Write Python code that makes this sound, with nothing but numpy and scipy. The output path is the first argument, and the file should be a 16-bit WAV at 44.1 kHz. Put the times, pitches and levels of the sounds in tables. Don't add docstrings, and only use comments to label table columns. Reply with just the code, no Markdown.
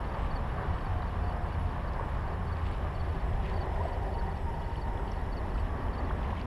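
import sys
import numpy as np
from scipy import signal
from scipy.fft import rfft, irfft, next_fast_len
from scipy.io import wavfile
from scipy.ndimage import uniform_filter1d

SR = 44100
rng = np.random.default_rng(int(sys.argv[2]) if len(sys.argv) > 2 else 0)


def wav_out(sig):
    wavfile.write(sys.argv[1], SR, np.round(np.clip(np.atleast_2d(sig).T, -1, 1) * 32767).astype(np.int16))


N = 284886
TIME = np.arange(N) / SR


def undb(db):
    return 10 ** (np.asarray(db) / 20)


def level(x, db):
    return x * undb(db) / np.sqrt(np.mean(x ** 2))


def add(out, start_s, x):
    i = max(int(start_s * SR), 0)
    part = x[:max(N - i, 0)]
    out[i:i + len(part)] += part


def bell(centre_s, length_s):
    return np.exp(-2 * ((TIME - centre_s) / length_s) ** 2)


def walk(rate_hz):
    hold = int(SR / rate_hz)
    held = np.repeat(rng.standard_normal(N // hold + 1), hold)
    smooth = uniform_filter1d(uniform_filter1d(held, hold), hold)
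    return level(smooth[:N], 0)


def noise(colour):
    size = next_fast_len(N)
    octave = np.log2(np.maximum(np.fft.rfftfreq(size, 1 / SR), 1))
    hz, db = np.transpose(colour)
    corners = np.log2(hz)
    outside = np.abs(octave - np.clip(octave, corners[0], corners[-1]))
    gain = undb(np.interp(octave, corners, db) - 60 * outside)
    return level(irfft(rfft(rng.standard_normal(size)) * gain, size)[:N], 0)


def glide(start_hz, end_hz, length_s, bend=1, overtone=0):
    u = np.linspace(0, 1, max(int(length_s * SR), 8))
    hz = start_hz + (end_hz - start_hz) * u ** bend
    phase = 2 * np.pi * np.cumsum(hz) / SR
    return np.sin(np.pi * u) * (np.sin(phase) + overtone * np.sin(2 * phase))


def beat(first_s, period_s, count, slowing_s):
    gaps = period_s + slowing_s * np.arange(count - 1)
    return first_s + np.append(0, np.cumsum(gaps))


def microphone_tilt():
    # time_s, tilt (0-1)
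    tilt_moves = [(0, 0.14), (2.8, 0), (3.7, 1), (5.3, 0.82), (5.8, 0.47), (6.46, 0.46)]
    time_s, tilt = np.transpose(tilt_moves)
    return np.interp(TIME, time_s, tilt)


def electronics(tilt_db=1.5, pip_db=-73, whistle_db=-89.0, frame_hz=59.97):
    # frequency_hz, density_db (per Hz)
    buzz_colour = [(9900, -7.5), (10250, 2), (10450, 0), (10750, -6), (11400, -6), (12600, -17)]
    # place (0-1 of the frame), length (frames), level_db
    frame_bursts = [(.35, .22, -76.5), (.77, 0.11, -72)]
    frame = TIME * frame_hz % 1
    gate = np.zeros(N)
    for place, length, level_db in frame_bursts:
        gate += undb(level_db) * np.exp(-2 * ((frame - place) / length) ** 2)
    tilt = microphone_tilt()
    out = noise(buzz_colour) * gate * undb(tilt_db * tilt)
    for hz in (10430, 12647):
        out += np.sin(2 * np.pi * hz * TIME) * undb(whistle_db)
    for start_s in np.arange(.093, N / SR, .2502):
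        pip_level_db = pip_db + tilt_db * np.interp(start_s, TIME, tilt) + rng.standard_normal()
        add(out, start_s, glide(11300, 10950, length_s=.013) * undb(pip_level_db))
    return out


def chorus(level_db=-72.5, tilt_db=1.5, shimmer_db=1.0, pulse_hz=80, pulse_db=1.0):
    # frequency_hz, density_db (per Hz)
    chorus_colour = [(4700, -6), (5150, 4), (5700, -3), (6300, -8), (7500, -7.5), (9700, -12.5),
                     (10150, -6), (10500, -7), (11400, -9), (13000, -15), (13700, -24), (14900, -24)]
    pulse_rate = pulse_hz * (1 + .063 * walk(18))
    pulsing = np.sin(2 * np.pi * np.cumsum(pulse_rate) / SR)
    swing_db = shimmer_db * walk(260) + pulse_db * pulsing
    return noise(chorus_colour) * undb(level_db + tilt_db * microphone_tilt() + swing_db)


def tree_crickets(level_db=-70, throb_hz=9.5, throb_db=4):
    # frequency_hz, density_db (per Hz)
    note_colour = [(2840, -13), (2930, 0), (3020, -18)]
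    throb_rate = throb_hz * (1 + .2 * walk(5))
    throb = np.sin(2 * np.pi * np.cumsum(throb_rate) / SR)
    return level(noise(note_colour) * undb(throb_db * throb), level_db)


def bush_cricket(length_s=.13, strokes_hz=90):
    # centre_s, level_db
    buzzes = [(.215, -71), (.785, -73), (1.445, -76), (2.025, -72), (2.68, -73), (3.29, -71), (3.855, -69),
              (4.42, -72), (5.02, -72), (5.59, -70), (6.175, -74)]
    out = np.zeros(N)
    for centre_s, level_db in buzzes:
        tuning = 1 + .004 * rng.standard_normal()
        buzz = glide(7900 * tuning, 7950 * tuning, length_s)
        strokes = np.sin(np.pi * strokes_hz * TIME[:len(buzz)]) ** 2
        rasp = strokes * (1 + .4 * walk(450)[:len(buzz)])
        add(out, centre_s - len(buzz) / SR / 2, buzz * rasp * undb(level_db))
    return out


def bank_insects(pulse_s=.019, sag_hz=130, rough=.25):
    # start_s, start_hz, end_hz, length_s, level_db
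    lone_notes = [(.2, 8620, 8760, .085, -78), (1.3, 2920, 2970, .032, -55.5),
                  (1.565, 10830, 10980, .095, -70), (1.938, 2960, 2940, .026, -58),
                  (3.06, 8640, 8740, .085, -79)]
    # first_s (centre of the first pulse), pulses (count), start_hz, end_hz, level_db
    trill_runs = [(.29, 7, 7480, 7500, -78), (2.091, 50, 7570, 7780, -75)]
    out = np.zeros(N)
    for start_s, start_hz, end_hz, length_s, level_db in lone_notes:
        add(out, start_s, glide(start_hz, end_hz, length_s) * undb(level_db))
    for first_s, pulses, start_hz, end_hz, level_db in trill_runs:
        times = beat(first_s, period_s=.062, count=int(pulses), slowing_s=.000062)
        climb = np.sin(np.linspace(0, np.pi / 2, len(times)))
        pitches = start_hz + (end_hz - start_hz) * climb
        for centre_s, hz in zip(times, pitches):
            pulse = glide(hz + sag_hz / 2, hz - sag_hz / 2, pulse_s)
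            add(out, centre_s - pulse_s / 2, pulse * undb(level_db))
    return out * (1 + rough * walk(400))


def crickets(stroke_gap_s=.048, near_db=-53, far_db=-65, echo_near_db=-14, echo_far_db=-2, echo_s=.007, rough=.12):
    # last_s (centre of the last wing stroke), strokes (count), level_db (last stroke), growth_db (per stroke)
    chirps = [(.143, 3, -62, .8), (.365, 2, -51, 6), (.622, 3, -66, 0), (.784, 3, -65, 0),
              (.863, 2, -59, 4), (1.079, 3, -62, 1.5), (1.291, 2, -59.5, 2), (1.322, 2, -64, 1),
              (1.533, 3, -62, 2), (1.711, 3, -64, 1.5), (1.885, 2, -60, 4), (1.947, 1, -66, 0),
              (2.195, 3, -70, 1), (2.332, 3, -62, 2), (2.531, 2, -57, 3), (2.65, 2, -68, 1),
              (2.725, 2, -62, 3), (3.006, 2, -55, 3), (3.147, 3, -64, 0), (3.203, 1, -64, 1.5),
              (3.543, 3, -59, 2.5), (3.618, 2, -52, 2), (3.933, 3, -61.5, 1.5), (4.122, 3, -65, 1.5),
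              (4.194, 2, -55, 3.5), (4.27, 1, -66, 0), (4.365, 2, -62, -1), (4.648, 3, -62.5, 1),
              (4.726, 2, -63.5, 3), (4.824, 2, -56, 3), (5.177, 3, -63, 0), (5.206, 3, -65.5, 1),
              (5.379, 2, -53, 2.5), (5.463, 1, -69, -2), (5.605, 3, -59.5, 2.5), (5.831, 2, -65, 2),
              (5.991, 2, -54.5, 3), (6.045, 1, -63.5, -2), (6.236, 2, -67, 0)]
    out, echo_time = np.zeros(N), TIME[:SR // 20]
    for last_s, strokes, level_db, growth_db in chirps:
        far = np.clip((near_db - level_db) / (near_db - far_db), 0, 1)
        echo_db = echo_near_db + far * (echo_far_db - echo_near_db)
        for k in range(int(strokes)):
            pitch, bend, length = rng.standard_normal(3)
            tuning = 1 + .007 * pitch
            stroke = glide(4600 * tuning, (4160 + 150 * far) * tuning, length_s=.031 + .002 * length,
                           bend=2.1 + .3 * bend, overtone=undb(-24))
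            scatter = rng.standard_normal(len(echo_time)) * np.exp(-echo_time / echo_s)
            paths = level(scatter, echo_db) / np.sqrt(len(echo_time))
            paths[0] = 1
            heard = signal.fftconvolve(stroke, paths)
            heard *= np.linalg.norm(stroke) / np.linalg.norm(heard)
            start_s = last_s - k * stroke_gap_s - len(stroke) / SR / 2
            add(out, start_s, heard * undb(level_db - k * growth_db))
    return out * (1 + rough * walk(300))


def sleeve(catch_db=1.9, grain_db=4.0):
    # frequency_hz, density_db (per Hz)
    cloth_colour = [(1400, -13), (2100, 7), (3000, 4), (4000, -5.5), (5500, -17.5), (9500, -28)]
    # centre_s, length_s, level_db
    swishes = [(2.675, .13, -53.5), (2.57, .07, -61), (3.465, 0.08, -53), (3.32, .08, -61),
               (0.14, 0.13, -57), (5.58, 0.048, -63), (6.34, 0.19, -57)]
    swell = sum(undb(level_db) * bell(centre_s, length_s) for centre_s, length_s, level_db in swishes)
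    grain = undb(catch_db * walk(70) + grain_db * walk(600))
    return level(noise(cloth_colour) * grain, 0) * swell


def tackle(decay_s=.0011, spread=.075, rod_hz=2950, rod_db=-8, faint_db=-54, faint_snap_db=-1, faint_count=22):
    # start_s, ring_hz, ring_db (peak), snap_db (peak)
    clear_ticks = [(.323, 9400, -61, -75), (.785, 2900, -49, -56), (1.021, 3930, -50, -52),
                   (1.3, 9000, -57, -70), (1.333, 9600, -64, -70), (1.367, 5000, -57, -53),
                   (2.716, 9000, -55, -64), (2.945, 7500, -63, -60), (3.931, 4700, -55, -56),
                   (4.088, 7500, -62, -66), (4.223, 3500, -54, -53), (4.376, 5330, -54, -55),
                   (4.757, 3000, -45, -55), (4.974, 3400, -49, -55), (5.077, 2900, -49, -55),
                   (5.118, 5540, -45.5, -54), (5.368, 5200, -55, -62), (5.544, 4800, -57, -54),
                   (5.578, 2600, -47, -50), (5.588, 2980, -49, -51), (6.005, 7000, -61, -66),
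                   (6.096, 3300, -49, -56), (6.229, 3200, -47, -50), (6.378, 3150, -46, -52),
                   (1.935, 5200, -57, -42), (6.414, 4570, -47, -44)]
    # low_hz, high_hz
    snap_band = (2300, 5000)
    out, snaps, tick_time = np.zeros(N), np.zeros(N), TIME[:SR // 50]
    faint_ticks = []
    for a, b, c in rng.random((faint_count, 3)):
        faint_ticks.append((a * N / SR, 2200 + 1500 * b, faint_db + 6 * (c - b), faint_db + faint_snap_db - 6 * b))
    for start_s, ring_hz, ring_db, snap_db in [*clear_ticks, *faint_ticks]:
        contact = rng.standard_normal(len(tick_time)) * np.exp(-tick_time / decay_s)
        for centre_hz, peak_db in [(ring_hz, ring_db), (rod_hz, ring_db + rod_db)]:
            edges = [centre_hz / (1 + spread), centre_hz * (1 + spread)]
            band = signal.butter(1, edges, "band", fs=SR, output="sos")
            ring = signal.sosfilt(np.vstack([band, band, band]), contact)
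            add(out, start_s, ring / np.abs(ring).max() * undb(peak_db))
        add(snaps, start_s, undb([snap_db]))
    snap_filter = signal.butter(3, snap_band, "band", fs=SR, output="sos")
    snap = signal.sosfilt(snap_filter, signal.unit_impulse(len(tick_time)))
    return out + signal.fftconvolve(snaps, snap / np.abs(snap).max())[:N]


def water():
    # start_s, start_hz, end_hz, length_s, level_db (peak)
    plops = [(1.995, 950, 1100, 0.0054, -28.5), (2.01, 510, 605, 0.0068, -31),
             (3.756, 1320, 1500, 0.014, -46), (3.796, 876, 1070, 0.029, -33),
             (3.852, 620, 735, 0.01, -30.5), (4.21, 1440, 1650, 0.0081, -42),
             (4.991, 1290, 1490, 0.0097, -41), (5.551, 1100, 1500, .012, -39),
             (6.243, 1950, 2250, .008, -45), (6.324, 696, 1140, 0.013, -33.5),
             (6.101, 450, 1850, 0.015, -31.5)]
    out = np.zeros(N)
    for start_s, start_hz, end_hz, length_s, level_db in plops:
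        add(out, start_s, glide(start_hz, end_hz, length_s) * undb(level_db))
    return out


def vehicles(settle=2.3, wander=.004, fading_db=1.0):
    # start_s, end_s, start_hz, end_hz, width_hz, steady (power share 0-1),
    # level_db (before the swell)
    vehicle_tones = [(-1.5, 8.97, 84.5, 83.8, 7, .3, -40), (2, 5, 392, 386, 34, .05, -49.5),
                     (4.5, 7.6, 382, 386, 52, .03, -49.3), (-.05, 1.85, 795, 708, 16, .62, -49.8),
                     (2.2, 2.6, 778, 772, 28, .2, -52), (3.2, 4.5, 780, 780, 44, .05, -49),
                     (3.5, 5.45, 940, 924, 32, .3, -48.7), (3.5, 4.25, 700, 620, 220, 0, -45.5),
                     (5.6, 6.25, 1145, 1135, 30, .25, -52.5)]
    out = np.zeros(N)
    for start_s, end_s, start_hz, end_hz, width_hz, steady, level_db in vehicle_tones:
        u = np.clip((TIME - start_s) / (end_s - start_s), 0, 1)
        hz = (end_hz + (start_hz - end_hz) * (1 - u) ** settle) * (1 + wander * walk(9))
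        phase = 2 * np.pi * np.cumsum(hz) / SR
        blurred = walk(2 * width_hz) * np.cos(phase) + walk(2 * width_hz) * np.sin(phase)
        tone = np.sqrt(2 * steady) * np.cos(phase) + np.sqrt(1 - steady) * blurred
        swell = np.sqrt(np.abs(np.sin(np.pi * u)))
        out += level(tone * undb(fading_db * walk(12)), level_db) * swell
    return out


def passing():
    # nearest_s, half_s (time to half power), roar_db, growl_db, hiss_db
    passes = [(.35, 1.12, -41.5, -52.5, -59.5), (2.2, 1.03, -46.5, -59.5, -64.5),
              (3.7, 0.49, -43.5, -55, -62), (6.15, 0.75, -43.5, -46.5, -62.5)]
    powers = np.zeros((3, N))
    for nearest_s, half_s, roar_db, growl_db, hiss_db in passes:
        nearness = 1 / (1 + ((TIME - nearest_s) / half_s) ** 2)
        powers += np.outer(undb([roar_db, growl_db, hiss_db]) ** 2, nearness)
    return powers


def highway(tipped_trim_db=.32, waver_db=.88, fade_db_per_s=.33):
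    # frequency_hz, density_db (per Hz)
    rumble_colour, growl_colour, hiss_colour = [(8.8, -39), (15, -6), (43, 1.5), (75, -1), (92, -5),
                                                (110, -9.5), (160, -11.5), (190, -15), (250, -36),
                                                (420, -120)], [(180, -3), (240, 1), (340, -7)], [(2200, 4), (2600, 1),
                                                                               (2920, -0.5), (3150, -1.5),
                                                                               (4100, -8.5), (4800, -16),
                                                                               (6300, -25), (9500, -33)]
    roar_colour, tipped_colour = [(330, -4.5), (450, -3), (600, -2.5), (780, -1.5), (1000, -1.5),
                                  (1150, -2), (1350, -10.5), (1750, -9), (2000, -15), (2300, -26.5)], [(330, -4.5), (420, -3), (560, -4), (780, -1), (1000, -3.5),
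                                                (1200, -11), (1520, -14.5), (1920, -11), (2100, -18.5),
                                                (2300, -45)]
    # centre_s, length_s, rise_db
    rumble_swell = (3.36, 0.12, 3.2)
    rumble_start_db, growl_db, roar_db, hiss_db = -32, -52, -46.5, -63.5
    roar_power, growl_power, hiss_power = passing()
    centre_s, length_s, rise_db = rumble_swell
    rumble_db = rumble_start_db - fade_db_per_s * TIME + rise_db * bell(centre_s, length_s)
    rumble = noise(rumble_colour) * undb(rumble_db)
    growl = noise(growl_colour) * np.sqrt(undb(growl_db) ** 2 + growl_power) * undb(waver_db * walk(7.4))
    angle = np.pi / 2 * microphone_tilt()
    roar = np.cos(angle) * noise(roar_colour) + np.sin(angle) * noise(tipped_colour) * undb(tipped_trim_db)
    roar = roar * np.sqrt(undb(roar_db) ** 2 + roar_power) * undb(waver_db * walk(24.07))
    hiss = noise(hiss_colour) * np.sqrt(undb(hiss_db) ** 2 + hiss_power) * undb(waver_db * walk(23.85))
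    return rumble + growl + roar + hiss


def scene():
    insects = chorus() + tree_crickets() + bush_cricket() + bank_insects() + crickets()
    angler = electronics() + sleeve() + tackle()
    return (insects + angler + water() + vehicles() + highway())[None]


def record(dry, top_hz=14950, ease_s=.004):
    edges = np.clip(np.minimum(TIME, TIME[-1] - TIME) / ease_s, 0, 1)
    low_pass = signal.ellip(10, .2, 70, top_hz, fs=SR, output="sos")
    return signal.sosfilt(low_pass, dry * edges)


dry = scene()
out = record(dry)
wav_out(out)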